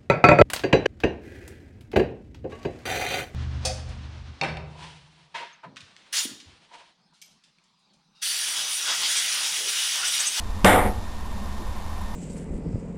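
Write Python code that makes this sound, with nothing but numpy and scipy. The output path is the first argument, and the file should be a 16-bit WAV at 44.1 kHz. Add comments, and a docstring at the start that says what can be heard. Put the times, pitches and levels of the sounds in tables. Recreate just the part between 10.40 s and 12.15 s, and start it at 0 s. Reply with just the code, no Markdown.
"""A laboratory, one microphone, ventilation rumbling behind. A quarter second in, gas ignites at the mouth
of a glass tube: a pressure pulse, then a crack, and the recorder overloads on the pop. A short roaring
whoosh follows, grows duller, keeps tube and room ringing and flares once more before it dies. A few soft
puffs are left over the ventilation. Throughout, the recorder's low, held sampling rate adds gritty treble.
"""
import sys
import numpy as np
from scipy import signal
from scipy.fft import rfft, irfft
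from scipy.io import wavfile

SR = 44100
rng = np.random.default_rng(int(sys.argv[2]) if len(sys.argv) > 2 else 0)


def int16_out(signal):
    """Quantize to a 16-bit WAV file."""
    q = np.round(np.clip(np.atleast_2d(signal).T, -1, 1) * 32767)
    wavfile.write(sys.argv[1], SR, q.astype(np.int16))


N = 77175
TIME = np.arange(N) / SR
IGNITION_S, CRACK_S = 0.2438, 0.2459
HOLD_SAMPLES = 4   # the recorder samples at a quarter of SR


def from_db(db):
    """Decibels to gain."""
    return 10 ** (np.asarray(db) / 20)


def unit_rms(x):
    """Scale to unit rms."""
    return x / np.sqrt(np.mean(x ** 2) + 1e-20)


def envelope(rows, outside_db=None):
    """Gain along a (t/s, level/dB) curve; its ends are held unless outside_db is given."""
    return from_db(np.interp(TIME, *np.transpose(rows), left=outside_db, right=outside_db))


def drift(rate_hz):
    """Smooth random wander of rms about 1, mostly slower than rate_hz."""
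    step, settle = 40, 2000
    pole = np.exp(-2 * np.pi * rate_hz * step / SR)
    white = rng.standard_normal(N // step + settle + 2)
    slow = signal.lfilter([1], [1, -2 * pole, pole * pole], white)[settle:]
    return np.interp(np.arange(N) / step, np.arange(len(slow)), unit_rms(slow))


def low_pass(x, hz, order):
    """Butterworth low-pass."""
    return signal.sosfilt(signal.butter(order, hz, fs=SR, output="sos"), x)


def noise_bands(colour, flicker_db):
    """Coloured noise of rms about 1 as (centre f/Hz, signal) half-octave bands, each flickering alone."""
    hz = np.arange(N // 2 + 1) * SR / N
    top_hz = SR / HOLD_SAMPLES / 2
    points_hz, db = np.transpose(colour)
    shape = from_db(np.interp(np.log(hz + 1), np.log(points_hz), db)) * (hz < top_hz)
    noise = irfft(rfft(rng.standard_normal(N)) * shape, N)
    spectrum = rfft(unit_rms(noise))
    edges = np.geomspace(8, top_hz, 20)
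    for low, high in zip(edges, edges[1:]):
        band = irfft(spectrum * (hz >= low) * (hz < high), N)
        yield np.sqrt(low * high), band * from_db(flicker_db * drift(6.9))


# Room tone of the laboratory's ventilation: f/Hz, relative level/dB per Hz
VENT_COLOUR = [(12, -1.5), (30, 2), (55, -4.5), (73, -0.5), (98, -8.5), (125, -21), (165, -19.5), (200, -8),
               (245, -17.5), (310, -24), (550, -24.5), (800, -22), (1040, -18), (1300, -31), (1800, -33),
               (2400, -43), (5000, -57.5)]
# Slow swell of the air noise above the rumble: t/s, relative level/dB
VENT_SWELL = [(0, -2), (.3, -1), (.7, -1.5), (1.05, -0.14), (1.75, -0.1)]
# The fan's low hum and faint whine: f/Hz, rms level/dB
FAN_TONES = [(71, -40), (1825, -56.5), (3644, -60)]

def ventilation():
    """At the back of the room: rumble, slightly unsteady air noise and the steady tones of the fan."""
    rumble_top_hz = 130
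    swell = envelope(VENT_SWELL)
    bands = noise_bands(VENT_COLOUR, flicker_db=0.51)
    air = sum(band * (swell if hz > rumble_top_hz else 1) for hz, band in bands)
    fan = sum(np.sqrt(2) * from_db(db) * np.sin(2 * np.pi * hz * TIME) for hz, db in FAN_TONES)
    return from_db(-30.5) * air + fan


# Soft low swells: centre t/s, half length/s, f/Hz, peak level/dB
SOFT_PUFFS = [(0.466, 0.036, 70, -20.5), (.48, 0.036, 205, -25), (.577, 0.026, 75, -23),
              (1.03, 0.026, 205, -35), (1.21, 0.02, 250, -38.5), (1.213, 0.029, 350, -40.5),
              (1.9, 0.023, 300, -40)]

def puffs():
    """Low, wavering hums that swell and fade, probably the flame puffing in the tube."""
    wander_rad = 0.98
    out = 0
    for centre_s, half_length_s, hz, db in SOFT_PUFFS:
        hum = np.sin(2 * np.pi * hz * TIME + wander_rad * drift(21))
        swell = np.exp(-((TIME - centre_s) / half_length_s) ** 2)
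        out = out + from_db(db) * swell * hum
    return out


# Strength of the burning gas: t/s, relative level/dB
BURN_LEVEL = [(.246, 3.5), (.27, 0.5), (.3, -2), (.35, -3), (.395, -5.5), (.435, -11), (.462, -9.5),
              (.5, -17.5), (.54, -25.5), (.62, -29), (.7, -86)]

def burn():
    """Gain of the burning: it starts at once with the crack, sinks, flares once more and dies."""
    return envelope(BURN_LEVEL) * (TIME > CRACK_S)


# Resonances of the glass tube and the room around it: f/Hz, level/dB relative to the burn
TUBE_AND_ROOM_MODES = [(94, -22), (191, -32.5), (231, -27.5), (299, -23), (387, -26), (474, -21),
                       (517, -26.5), (580, -28), (613, -23), (706, -27.5), (740, -20), (823, -25),
                       (860, -25), (902, -26.5), (2126, -40)]

def resonances():
    """Tube and room ring unsteadily for as long as the whoosh feeds them."""
    waver_hz, waver_db, wander_rad = 10, 1.84, 0.32
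    ringing = 0
    for hz, db in TUBE_AND_ROOM_MODES:
        phase = 2 * np.pi * (hz * TIME + rng.random()) + wander_rad * drift(waver_hz)
        ringing = ringing + from_db(db + waver_db * drift(waver_hz)) * np.sin(phase)
    return burn() * ringing


# Colour of the flame's roar at its start: f/Hz, relative level/dB per Hz
ROAR_COLOUR = [(130, -22.5), (200, -7), (330, -7), (500, -3.5), (640, -3), (860, 0.5), (1020, -5.5),
               (1300, -4.5), (1700, -9), (2150, -4.5), (2500, -17), (3300, -14), (4000, -19.5), (4500, -32),
               (5200, -23)]
# Colour of the low rush of air: f/Hz, relative level/dB per Hz
AIR_RUSH_COLOUR = [(15, -4), (35, 9.5), (90, -9), (130, -27), (300, -40.5)]
# Rise and fall of that rush at the microphone: t/s, level/dB
AIR_RUSH_LEVEL = [(.24, -30), (.3, -30), (.39, -24), (.43, -22.5), (.462, -22), (.51, -30), (.6, -62)]

def whoosh():
    """Turbulent burning that loses its treble faster and faster, over a low rush of displaced air."""
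    age = np.maximum(TIME - IGNITION_S, 0)
    loss_db_per_khz = 5 * (age / 0.25) ** 1.64
    roar_bands = noise_bands(ROAR_COLOUR, flicker_db=1.15)
    roar = sum(band * from_db(-loss_db_per_khz * hz / 1000) for hz, band in roar_bands)
    rush = sum(band for _, band in noise_bands(AIR_RUSH_COLOUR, flicker_db=1))
    return from_db(-12.5) * burn() * roar + envelope(AIR_RUSH_LEVEL, outside_db=-150) * rush


# Short rings set off by the crack: f/Hz, starting level/dB, time to fall 60 dB/s
CRACK_RINGS = [(191.5, -9.5, 0.22), (515.6, -12.5, 0.36), (743.7, -11.5, 0.33), (1186, -14, 0.14),
               (3550, -15.5, 0.025)]

def pop():
    """At the tube's mouth: a hump of pressure, a crack as the flame front leaves, a few short rings."""
    pulse_s, crack_decay_s = 0.0027, 0.0015
    age = np.maximum(TIME - IGNITION_S, 0)
    pulse = from_db(-1.5) * np.sin(np.pi * np.minimum(age / pulse_s, 1)) ** 2
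    crack_age = np.maximum(TIME - CRACK_S, 0)
    burst = low_pass(rng.standard_normal(N), hz=4200, order=4)
    bright_burst = unit_rms(burst - low_pass(burst, hz=790, order=1))
    crack = bright_burst * (crack_age > 0) * np.exp(-crack_age / crack_decay_s)
    rings = sum(from_db(db - 60 * crack_age / t60) * np.sin(2 * np.pi * hz * crack_age)
                for hz, db, t60 in CRACK_RINGS)
    return pulse + crack - rings


def scene():
    """The tube and the laboratory behind it, in mono at one microphone."""
    return (pop() + whoosh() + resonances() + puffs() + ventilation())[None]


def record(dry):
    """The recorder's narrow input overloads and hisses; held samples mirror the sound into the treble."""
    ceiling, knee, offset, hiss_db = 0.49, 3.4, 0.025, -48
    input_edge_hz, output_edge_hz = 5270, 12700
    narrow = low_pass(dry, input_edge_hz, order=6) + offset
    clipped = narrow / (1 + np.abs(narrow / ceiling) ** knee) ** (1 / knee)
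    hissy = clipped + from_db(hiss_db) * rng.standard_normal(dry.shape)
    held = np.repeat(hissy[:, ::HOLD_SAMPLES], HOLD_SAMPLES, axis=1)[:, :N]
    top_cut = signal.ellip(12, 0.1, 80, output_edge_hz, fs=SR, output="sos")
    return signal.sosfilt(top_cut, held)


dry = scene()
out = record(dry)
int16_out(out)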